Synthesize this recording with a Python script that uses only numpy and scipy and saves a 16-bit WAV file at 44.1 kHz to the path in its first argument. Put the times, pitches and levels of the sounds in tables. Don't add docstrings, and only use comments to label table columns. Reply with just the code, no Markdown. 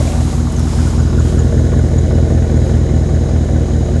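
import sys
import numpy as np
from scipy import signal
from scipy.fft import rfft, irfft
from scipy.io import wavfile

SR = 44100
rng = np.random.default_rng(int(sys.argv[2]) if len(sys.argv) > 2 else 0)


def unload_audio(sound):
    columns = np.transpose(np.atleast_2d(sound))
    steps = np.round(np.clip(columns, -1, 1) * 32767)
    wavfile.write(sys.argv[1], SR, steps.astype(np.int16))


N = 176400
TIME = np.arange(N) / SR
RUN_TIME = np.arange(-SR, N) / SR

# (time [s], speed [rpm])
ENGINE_SPEED = [(0, 601.3), (.5, 595.4), (.9, 604.5), (1.3, 608.6), (1.8, 614.8), (2.3, 619.6),
                (2.7, 607.2), (3.2, 604.8), (4, 598.2)]


def exhaust(pulse_ms=.35, puff_decay_s=.009, steady_flow=.4, gas_db=-22):
    # (pitch [Hz], width [Hz], gain from first bank [dB], gain from second bank [dB])
    pipe_modes = [(54.55, 4.2, 10.5, -38), (64.7, 1, -11, -28), (80.6, 10.2, -7.5, 15),
                  (121.4, 8.2, -20, 10.5), (155.9, 3.84, 6, -20), (206, 4.3, -15, -1), (226, 16, -7.5, 3.5),
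                  (306.3, 7.8, -4, 1), (354, 16, -6, -8.5), (410.2, 12, -11.5, -3), (452, 16, -10, -10),
                  (569, 10.6, -6, -19), (674, 8.7, -19, -1), (743, 15, -24, 1)]
    # (pitch [Hz], width [Hz], relative gain [dB])
    gas_modes = [(136.2, 24.8, 6.5), (252.5, 28.7, -1), (293.3, 17.5, -2), (363.6, 18.4, 1), (419, 9, -8.5),
                 (458, 20, 0), (536.5, 35.6, -2), (650, 34, -2), (754, 10, -2), (850, 130, -12.5),
                 (1120, 79, -18), (1456, 86, -20.5), (1736, 67, -20.5), (1945, 430, -27.5)]
    pulses = np.zeros((2, len(RUN_TIME)))
    flow = np.full(len(RUN_TIME), steady_flow)
    for start, pulse_db, puff_db, bank in firings():
        near = slice(*np.searchsorted(RUN_TIME, [start - .003, start + .06]))
        age = RUN_TIME[near] - start
        pulses[bank, near] -= from_db(pulse_db) * np.exp(-.5 * (age * 1000 / pulse_ms) ** 2) / pulse_ms
        flow[near] += from_db(puff_db) * (age > 0) * np.exp(-abs(age) / puff_decay_s)
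    throb = sum(resonate(from_db(bank_db) @ pulses, hz, width) for hz, width, *bank_db in pipe_modes)
    turbulence = flow * rng.standard_normal(len(RUN_TIME))
    gas = unit_rms(ring(turbulence, gas_modes))
    return (throb + from_db(gas_db) * gas)[SR:]


def firings(jitter_s=.00013, uneven_db=.45):
    # (lag to the tailpipe [s], pulse strength [dB])
    cylinders = [(.0027, -9.4), (.0018, -3.6), (.0022, -8), (.0011, -5), (.0005, -.5), (.0033, -9.2),
                 (.001, -.4), (.0026, -6.3)]
    puffs = [3, -8, -0.5, -2.5, -0.5, 4, -2.5, -5]
    banks = [1, 0, 1, 0, 0, 1, 0, 1]
    fired = engine_cycles() * len(banks)
    number = np.arange(int(fired[0]) + 1, int(fired[-1]) + 1)
    cylinder = number % len(banks)
    lag, strength_db = np.array(cylinders)[cylinder].T
    chance = rng.standard_normal((len(number), 2))
    arrival = np.interp(number, fired, RUN_TIME) + lag + jitter_s * chance[:, 0]
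    pulse_db = strength_db + uneven_db * chance[:, 1]
    return zip(arrival, pulse_db, np.array(puffs)[cylinder], np.array(banks)[cylinder])


def engine_cycles():
    cycles = np.cumsum(np.interp(RUN_TIME, *np.transpose(ENGINE_SPEED))) / 120 / SR
    return cycles - cycles[SR]


def over_ground(direct, echo_gain=.49):
    # (time [s], lag [ms])
    echo_lag = [(0, 1.97), (.25, 0.83), (.5, 0.93), (.9, 0.8), (1.4, 0.6), (2, 0.51), (4, .46)]
    # (time [s], level [dB])
    nearness = [(0, 0.5), (.5, -1.5), (.8, 0.6), (1.1, 2), (1.5, 1.96), (2.2, 2.5), (2.7, 1.9), (3.2, 1),
                (4, 0)]
    echo = np.interp(TIME - curve(echo_lag) / 1000, TIME, direct)
    return from_db(curve(nearness)) * (direct + echo_gain * echo) / (1 + echo_gain)


def barks(rise_s=.007):
    # (place in the cycle [0-1], pitch [Hz], width [Hz], relative level [dB])
    bands = [(.625, 620, 170, -27), (.99, 540, 170, -28), (.345, 670, 90, -29), (.62, 1170, 50, -39),
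             (.99, 1495, 50, -39)]
    # (time [s], gain [dB])
    openness = [(0, -0.5), (.6, -7), (1.3, -8.5), (2, -5.5), (3, -5.5), (4, -0.5)]
    barking = sum(from_db(db) * cycle_swell(place, rise_s) * narrow_noise(hz, width)
                  for place, hz, width, db in bands)
    return from_db(curve(openness)) * barking


def rasps(rise_s=.0071):
    # (place in the cycle [0-1], relative level [dB])
    strokes = [(0.93, -41.5), (.33, -35.5), (0.9, -34)]
    # (time [s], pitch [Hz])
    pitch = [(0, 947), (.3, 1093), (.6, 1262), (.85, 1420), (1.3, 1400), (1.7, 1740), (2.3, 1808),
             (4, 1657)]
    # (time [s], gain [dB])
    path_gain = [(0, -1.5), (.4, -2), (.8, 1), (1.2, 1.5), (1.7, -9), (2.4, -9.5), (4, -8)]
    swells = sum(from_db(db) * cycle_swell(place, rise_s) for place, db in strokes)
    return from_db(curve(path_gain)) * swells * narrow_noise(curve(pitch), width_hz=340)


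def engine_hum():
    # (order [periods per engine cycle], relative level [dB])
    tones = [(48, 0), (53, -9), (60, -6)]
    # (time [s], level [dB])
    level = [(0, -24.5), (.25, -24.5), (.8, -25.5), (1.2, -30), (2, -38.5), (4, -32)]
    phase = 2 * np.pi * engine_cycles()[SR:]
    hum = sum(from_db(db) * np.sin(order * phase) for order, db in tones)
    return from_db(curve(level)) * unit_rms(hum)


def engine_hiss(steady_db=-41.5, sizzle_db=-43):
    # (frequency [Hz], relative density [dB])
    steady_spectrum = [(900, 20.5), (1800, 10.5), (2600, -4), (3300, 6.5), (4500, -4.5), (6000, 5.5),
                       (7600, -5), (9000, -0.5), (11500, -29)]
    # (pitch [Hz], width [Hz], relative gain [dB])
    sizzle_bands = [(2946, 40, 3.5), (3890, 215, 3.5), (5160, 180, -0.5), (6320, 410, 1), (6860, 380, 5)]
    # (frequency [Hz], relative density [dB])
    bright_spectrum = [(700, 12), (1500, 4), (2800, -1), (4000, 0.5), (5200, -0.5), (7000, 3), (8500, -1.5),
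                       (10000, -5), (12000, -10)]
    # (time [s], level [dB])
    bright_level = [(0, -31.5), (.09, -31), (.18, -33.5), (.33, -33.5), (.45, -38.5), (.62, -37.5),
                    (.72, -33), (.9, -33.5), (.98, -38), (1.14, -42), (1.28, -35), (1.45, -41),
                    (1.7, -42.5), (2.55, -44.5), (2.69, -41), (2.85, -45.5), (4, -44.5)]
    sizzle = from_db(sizzle_db) * unit_rms(ring(rng.standard_normal(N), sizzle_bands))
    steady = from_db(steady_db) * shaped_noise(steady_spectrum)
    bright = from_db(curve(bright_level)) * shaped_noise(bright_spectrum)
    return steady + sizzle + bright


def whistle():
    # (time [s], pitch [Hz], level [dB])
    course = [(0.531, 6700, -65), (.565, 6400, -36.5), (.6, 5600, -42), (.64, 5250, -47),
              (0.728, 5130, -43), (1.1, 5100, -47), (1.3, 5120, -57)]
    times, hz, db = np.transpose(course)
    level = from_db(np.interp(TIME, times, db))
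    return level * narrow_noise(np.interp(TIME, times, hz), width_hz=480)


def chirps():
    # (time [s], level [dB])
    events = [(0.799, -37), (0.997, -34.5), (1.195, -31), (1.39, -28), (1.588, -37), (1.784, -37),
              (1.979, -28), (2.567, -40), (2.957, -38), (3.156, -43), (3.755, -52)]
    return sum(burst(start, db, hz=6880, width_hz=200, rise_s=.004) for start, db in events)


def ticks():
    # (time [s], pitch [Hz], width [Hz], level [dB])
    events = [(.075, 2300, 700, -33), (.12, 2300, 695, -40), (0.521, 8000, 6000, -34),
              (0.593, 8100, 6000, -33), (1.733, 980, 450, -24.5), (2.737, 3080, 200, -39),
              (3.731, 3080, 193, -41.5)]
    return sum(burst(start, db, hz, width, rise_s=.0025) for start, hz, width, db in events)


def cycle_swell(place, rise_s):
    cycle_s = 120 / curve(ENGINE_SPEED)
    age = (engine_cycles()[SR:] - place) % 1 * cycle_s / rise_s
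    return age * np.exp(1 - age)


def burst(start, db, hz, width_hz, rise_s):
    age = np.maximum(TIME - start, 0) / rise_s
    return from_db(db) * age * np.exp(1 - age) * narrow_noise(hz, width_hz)


def narrow_noise(hz, width_hz):
    lowpass = signal.butter(2, width_hz / 2, fs=SR, output="sos")
    wobble = signal.sosfilt(lowpass, rng.standard_normal((2, N)))
    phase = 2 * np.pi * np.cumsum(np.broadcast_to(hz, N)) / SR
    return unit_rms(wobble[0] * np.cos(phase) + wobble[1] * np.sin(phase))


def shaped_noise(spectrum):
    hz, db = np.transpose(spectrum)
    bin_hz = np.arange(N // 2 + 1) * SR / N + 1
    gain = from_db(np.interp(np.log(bin_hz), np.log(hz), db)) / (1 + (hz[0] / bin_hz) ** 2)
    return unit_rms(irfft(rfft(rng.standard_normal(N)) * gain, N))


def ring(x, modes):
    return sum((-1) ** k * from_db(db) * resonate(x, hz, width)
               for k, (hz, width, db) in enumerate(modes))


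def resonate(x, hz, width_hz):
    radius = np.exp(-np.pi * width_hz / SR)
    feedback = [1, -2 * radius * np.cos(2 * np.pi * hz / SR), radius ** 2]
    return signal.lfilter(np.array([1, 0, -1]) * (1 - radius ** 2) / 2, feedback, x + 1e-18)


def curve(rows):
    return np.interp(TIME, *np.transpose(rows))


def from_db(db):
    return 10 ** (np.asarray(db) / 20)


def unit_rms(x):
    return x / np.sqrt(np.mean(x ** 2) + 1e-20)


def scene():
    front = over_ground(exhaust()) + rasps() + barks()
    behind = engine_hum() + whistle() + engine_hiss() + chirps() + ticks()
    return (front + behind)[None]


def record(dry, low_cut_hz=48.2, high_cut_hz=11600):
    low_cut = signal.butter(2, low_cut_hz, "high", fs=SR, output="sos")
    high_cut = signal.ellip(10, .1, 90, high_cut_hz, fs=SR, output="sos")
    clipped = np.clip(signal.sosfilt(low_cut, dry), -1, 1)
    return signal.sosfilt(high_cut, clipped)


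dry = scene()
out = record(dry)
unload_audio(out)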